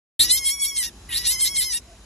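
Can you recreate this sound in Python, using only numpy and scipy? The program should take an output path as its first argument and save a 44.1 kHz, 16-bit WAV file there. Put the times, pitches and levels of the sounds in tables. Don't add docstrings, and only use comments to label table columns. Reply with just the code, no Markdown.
import sys
import numpy as np
from scipy import signal
from scipy.fft import rfft, irfft
from scipy.io import wavfile
from scipy.ndimage import uniform_filter1d

SR = 44100
rng = np.random.default_rng(int(sys.argv[2]) if len(sys.argv) > 2 else 0)


def dump_mix(stems):
    frames = np.atleast_2d(stems).T
    limited = np.clip(frames, -1, 1)
    pcm = np.round(limited * 32767).astype(np.int16)
    wavfile.write(sys.argv[1], SR, pcm)


N = 90404
TIME = np.arange(N) / SR

# frequency in Hz, relative level in dB.
WASH_MID_EQ = [(25, -44), (49, -0.5), (152, -11.5), (322, -12), (552, -22.5), (1300, -23.5), (3630, -29.5),
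               (6730, -26.5), (8580, -37), (9300, -50), (10600, -27.5), (15500, -71)]
# frequency in Hz, relative level in dB.
WASH_SIDE_EQ = [(200, -19), (641, -5.5), (1680, -15), (2470, -4.5), (6130, -9), (10400, -3), (15500, -78)]
# time in seconds, gain in dB.
BED_LEVEL = [(.2, 9), (.4, -0.5), (.62, -5), (1.1, 1), (1.4, 0.5), (1.7, -2.5), (2.04, -2.5)]
# frequency in Hz, phase lead of the left one in radians.
PORT_PHASE = [(2250, 0), (2900, 1), (3450, .2), (4310, .9), (4900, 3.1), (5680, 6.1), (6890, 7.1),
              (8100, 8.7), (9300, 9.4), (10500, 10.5), (11900, 12.5), (13700, 13.2), (15100, 15.3)]
# frequency in Hz, gain in dB.
THROAT_EQ = [(300, -41), (1050, -16), (1500, -6.5), (1900, 1), (2250, 2), (2600, -4.5), (3250, -1.5),
             (3850, 1), (4400, -16), (4950, 1), (5650, -1), (6500, -11), (7500, -10.5), (8900, -3.5),
             (10400, 3), (11500, -6.5), (13300, -26.5), (15300, -19.5)]
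# widest moment, opening time and closing time in seconds, lift in dB
# before weighting; the low resonance's centre and width in Hz, boost in dB, lag and span in seconds;
# the high resonance's boost in dB.
MOUTH_GAPES = [(0.202, 0.06, 0.099, 17, 3920, 230, 12.5, 0.0093, 0.055, 10),
               (.321, 0.046, 0.13, 17.5, 3720, 920, 11.5, -0.022, 0.029, 14.5),
               (.476, 0.061, 0.11, 15, 3100, 150, 14, -0.01, 0.042, 14.5),
               (0.628, 0.049, .12, 14, 3310, 150, 13, -0.0024, 0.038, 7),
               (0.791, 0.065, 0.12, 10.5, 3620, 199, -1.5, 0.028, 0.018, 17),
               (1.152, 0.06, 0.075, 11, 3814, 140.3, 17, 0.0052, 0.1, 9.5),
               (1.281, 0.054, .12, 15.5, 3800, 200, 2.5, -0.011, 0.04, 11.5),
               (1.425, 0.058, 0.12, 14.5, 3760, 259.8, 9.5, 0.042, 0.021, 18.5),
               (1.584, 0.062, 0.16, 13, 3785, 260, 9.5, 0.035, .016, 17.5),
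               (1.746, 0.055, 0.11, 6, 2910, 150, 8, 0.011, 0.011, 19)]
# frequency in Hz, weight as a factor.
LIFT_WEIGHTS = [(1000, 0.094), (2100, 0.26), (3200, 0.68), (4400, 1.316), (5600, 0.54), (7500, 1.507),
                (9000, 0.92), (11000, 1.22), (15000, 1.58)]
# time in seconds, pitch in Hz.
CRY_PITCHES = [
    [(0.194, 893.6), (0.21, 956.5), (0.222, 889.4), (0.256, 979), (0.28, 954), (0.308, 1007), (0.348, 1042),
     (0.358, 1069), (0.38, 1043), (0.392, 1091), (0.442, 1056), (0.462, 1109), (0.496, 1063), (0.534, 1129),
     (0.604, 1101), (0.622, 1130), (0.654, 1082), (0.682, 1143), (0.706, 1107), (0.782, 1074),
     (0.846, 914.5), (0.87, 943.7), (0.902, 912.4)],
    [(1.091, 996), (1.103, 963.3), (1.159, 902.7), (1.189, 985), (1.253, 959.3), (1.281, 925),
     (1.309, 1020), (1.351, 1070), (1.359, 1022), (1.399, 1047), (1.419, 1083), (1.459, 1007),
     (1.495, 1091), (1.533, 1104), (1.559, 1049), (1.575, 1101), (1.609, 994), (1.645, 1053), (1.671, 1055),
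     (1.715, 977), (1.743, 899), (1.755, 956), (1.769, 927), (1.791, 952)],
]
# start and end in seconds, depth of the split and chaos from 0 to 1.
VOICE_BREAKS = [(.185, 0.221, 0.97, 0.63), (.222, 0.255, 0.85, 0.23), (.25, .296, 0.5, 0.9),
                (0.298, 0.316, 0.76, 0.06), (0.314, .37, 0, 0.1), (0.373, 0.386, 0.77, 0.3),
                (0.452, 0.509, 0.2, 0.66), (0.645, 0.664, .33, 0.54), (.765, 0.783, 0.75, 0.73),
                (0.827, 0.871, 0.77, 0.82), (1.1, 1.19, 0.86, 0.86), (1.19, 1.247, 0.42, 0.78),
                (1.244, 1.275, 1, .5), (1.276, 1.315, 0.15, 0.58), (1.307, 1.337, .6, 0.51),
                (1.403, 1.415, 0.76, 0.57), (1.443, 1.483, 0.66, 0.86), (1.56, 1.574, .8, .7),
                (1.609, 1.65, 0.65, 0.71), (1.721, 1.748, 0.98, 0.36), (1.75, 1.79, 0.34, .6)]

WASH_MID_DB, WASH_SIDE_DB, THROB_DB = -48, -54.5, -49
HISS_PEAKS_HZ, HISS_PEAK_WIDTH_HZ, HISS_PEAK_DB = [4000, 5200, 6900, 8300, 10200], 140, 5
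VOICE_DB = -32
GAPE_SHAPE, RASP_EDGE_S = 1.91, .013
LOW_GLIDE_HZ_PER_S = 25400
NASAL_HZ, NASAL_WIDTH_HZ, NASAL_DB = 6010, 1300, 12
HIGH_HZ, HIGH_WIDTH_HZ, HIGH_GLIDE_HZ_PER_S, HIGH_SPAN_S = 8410, 850, -9000, .035
TOP_HZ, TOP_WIDTH_HZ, TOP_GLIDE_HZ_PER_S = 11210, 214, 52900
TOP_DB, TOP_LAG_S, TOP_SPAN_S = 11, .033, .059
LATE_HZ, LATE_WIDTH_HZ, LATE_S = 12830, 2200, .015
HOLLOW_HZ, HOLLOW_WIDTH_HZ, HOLLOW_DB, HOLLOW_S = 5750, 1420, -23, [.0057, .064]
SCREECH_HZ, SCREECH_WIDTH_HZ, SCREECH_DB = 4320, 510, 11.5
ATTACK_S, RELEASE_S, COLLAPSE_S, COLLAPSE_DEPTH = .0013, .018, .006, .22
WANDER, SHIMMER, JITTER_TURNS, JITTER_HZ = .005, .3, .046, 340
CLEAR_ROUGH, GAPE_ROUGH, FITFUL_DEPTH, FITFUL_HZ = .07, .04, .28, 90
FLUTTER_DEPTH, FLUTTER_TURNS, FLUTTER_SLIP, FLUTTER_DRIFT, FLUTTER_DRIFT_HZ = .41, .053, .2, 1.11, 68
SMEAR_TURNS = .022


def amp(db):
    return 10 ** (np.asarray(db) / 20)


def unit(x):
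    return x / np.sqrt(np.mean(x ** 2) + 1e-20)


def curve_at(points, hz):
    knots_hz, values = np.transpose(points)
    return np.interp(np.log(hz + 1), np.log(knots_hz + 1), values)


def bell(x, width):
    return np.exp(-(x / width) ** 2)


def wobble(top_hz):
    hz = np.fft.rfftfreq(N, 1 / SR)
    return unit(irfft(rfft(rng.standard_normal(N)) / (1 + (hz / top_hz) ** 4), N))


def patches(shape, bins, frames):
    bands = uniform_filter1d(rng.standard_normal(shape), size=bins, axis=0)
    return unit(uniform_filter1d(bands, size=frames, axis=1))


def wash(eq, drift_db=2):
    hz, _, noise = signal.stft(rng.standard_normal(N), SR, nperseg=2048, noverlap=1536)
    drift = drift_db * patches(noise.shape, bins=12, frames=8)
    peaks = sum(bell(hz - peak, HISS_PEAK_WIDTH_HZ) for peak in HISS_PEAKS_HZ)
    db = curve_at(eq, hz) + HISS_PEAK_DB * peaks
    return unit(signal.istft(noise * amp(db[:, None] + drift), SR, nperseg=2048, noverlap=1536)[1][:N])


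def throb(pitch_hz=53.5, beats_per_s=10.37, depth=.72):
    beat = 1 + depth * np.cos(2 * np.pi * beats_per_s * TIME)
    hum = np.sin(2 * np.pi * pitch_hz * TIME + .42 * wobble(5.9))
    return amp(THROB_DB) * unit(beat * hum)


def hoot(start_s=1.86, length_s=.11, pitch_hz=708, glide_hz_per_s=-550, peak_db=-50):
    age = np.clip(TIME - start_s, 0, length_s)
    turns = np.cumsum(pitch_hz + glide_hz_per_s * age) / SR
    swell = np.sin(np.pi * age / length_s)
    return amp(peak_db) * swell * np.sin(2 * np.pi * turns + .94 * wobble(46))


def yard(voice, echo_db=-11, echo_s=.012, tail_db=-68, tail_t60_s=.1):
    hz, t = np.fft.rfftfreq(N, 1 / SR), TIME[:SR // 2]
    port_shift = np.exp(np.array([[.5j], [-.5j]]) * curve_at(PORT_PHASE, hz))
    direct = irfft(rfft(voice) * port_shift, N)
    echo, tail = rng.standard_normal((2, 2, len(t)))
    echo = echo * t * np.exp(-2 * t / echo_s)
    tail = tail * amp(-60 * t / tail_t60_s)
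    space = amp(echo_db) * echo / np.linalg.norm(echo[0]) + amp(tail_db) * tail / np.linalg.norm(tail[0])
    return direct + signal.fftconvolve(voice[None], space, axes=1)[:, :N]


def opening(t, widest, rise, fall):
    shut = np.clip(np.maximum((widest - t) / rise, (t - widest) / fall), 0, 1)
    return np.cos(np.pi / 2 * shut) ** GAPE_SHAPE


def rasp_gate(t, start, end):
    return np.clip(np.minimum(t - start, end - t) / RASP_EDGE_S + .5, 0, 1)


def gape_eq(hz, t, gape):
    widest, rise, fall, lift_db, low_hz, low_width, low_db, low_lag, low_span, high_db = gape
    age = t - widest
    low_age, top_age = age - low_lag, age - TOP_LAG_S
    delay = LATE_S * bell(hz - LATE_HZ, LATE_WIDTH_HZ)
    lift = curve_at(LIFT_WEIGHTS, hz) * opening(t - delay, widest, rise, fall)
    nasal = np.sin(np.pi * opening(t, widest, rise, fall)) * bell(hz - NASAL_HZ, NASAL_WIDTH_HZ)
    low = bell(low_age, low_span) * bell(hz - low_hz - LOW_GLIDE_HZ_PER_S * low_age, low_width)
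    high = bell(age, HIGH_SPAN_S) * bell(hz - HIGH_HZ - HIGH_GLIDE_HZ_PER_S * age, HIGH_WIDTH_HZ)
    top = bell(top_age, TOP_SPAN_S) * bell(hz - TOP_HZ - TOP_GLIDE_HZ_PER_S * top_age, TOP_WIDTH_HZ)
    return lift_db * lift + NASAL_DB * nasal + low_db * low + high_db * high + TOP_DB * top


def mouth(pulses, ragged_db=2.4):
    framing = dict(nperseg=256, noverlap=192, nfft=512)
    hz, t, spectrum = signal.stft(pulses, SR, **framing)
    hz = hz[:, None]
    onsets = sum(bell(t - cry[0][0], span) for cry, span in zip(CRY_PITCHES, HOLLOW_S))
    broken = sum(depth * rasp_gate(t, start, end) for start, end, depth, _ in VOICE_BREAKS)
    db = curve_at(THROAT_EQ, hz) + sum(gape_eq(hz, t, gape) for gape in MOUTH_GAPES)
    db += HOLLOW_DB * onsets * bell(hz - HOLLOW_HZ, HOLLOW_WIDTH_HZ)
    db += SCREECH_DB * broken * bell(hz - SCREECH_HZ, SCREECH_WIDTH_HZ)
    db += ragged_db * patches(spectrum.shape, bins=11, frames=16)
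    log_gain = np.log(amp(db))
    mirrored = np.vstack([log_gain, log_gain[-2:0:-1]])
    response = np.exp(signal.hilbert(mirrored, axis=0).conj())[:len(hz)]
    return signal.istft(spectrum * response, SR, **framing)[1][:N]


def rasp(steady_turns):
    rough = CLEAR_ROUGH + GAPE_ROUGH * sum(opening(TIME, *gape[:3]) for gape in MOUTH_GAPES)
    drift = FLUTTER_DRIFT * wobble(FLUTTER_DRIFT_HZ)
    flutter = np.zeros(N)
    for start, end, depth, chaos in VOICE_BREAKS:
        split = depth * rasp_gate(TIME, start, end)
        cycles = steady_turns - np.round(np.interp((start + end) / 2, TIME, steady_turns))
        pitch_ratio = .5 - FLUTTER_SLIP * chaos ** 2
        flutter += split * np.cos(2 * np.pi * pitch_ratio * cycles + chaos * drift)
        rough += split * chaos
    return flutter, rough * (1 + FITFUL_DEPTH * wobble(FITFUL_HZ))


def vocal_folds():
    pitch = np.interp(TIME, *np.vstack(CRY_PITCHES).T) * (1 + WANDER * wobble(102))
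    pitch *= 1 - COLLAPSE_DEPTH * sum(bell(TIME - cry[-1][0], COLLAPSE_S) for cry in CRY_PITCHES)
    steady_turns = np.cumsum(pitch) / SR
    flutter, rough = rasp(steady_turns)
    turns = steady_turns + FLUTTER_TURNS * flutter + JITTER_TURNS * rough * wobble(JITTER_HZ)
    pulses = unit(sum(np.cos(2 * np.pi * (k * turns + SMEAR_TURNS * k ** 2)) for k in range(1, 19)))
    gate = np.zeros(N)
    for cry in CRY_PITCHES:
        start, end = cry[0][0], cry[-1][0]
        gate += np.clip(np.minimum(1 + (TIME - start) / ATTACK_S, (end - TIME) / RELEASE_S), 0, 1)
    return pulses * gate * (1 + FLUTTER_DEPTH * flutter + SHIMMER * rough * wobble(JITTER_HZ))


def scene():
    mid = amp(WASH_MID_DB) * wash(WASH_MID_EQ) + throb()
    side = amp(WASH_SIDE_DB) * wash(WASH_SIDE_EQ) * np.array([[1], [-1]])
    bed = (mid + side) * amp(np.interp(TIME, *np.transpose(BED_LEVEL)))
    rabbit = amp(VOICE_DB) * yard(mouth(vocal_folds()))
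    return bed + rabbit + hoot()


def record(dry, mic_on_s=.1935, ceiling=.8, cutoff_hz=15650):
    live = dry * (TIME >= mic_on_s)
    rounded = live / (1 + (live / ceiling) ** 6) ** (1 / 6)
    lowpass = signal.firwin(511, cutoff_hz, window=("kaiser", 9), fs=SR)
    return signal.oaconvolve(rounded, lowpass[None], "same")


dry = scene()
out = record(dry)
dump_mix(out)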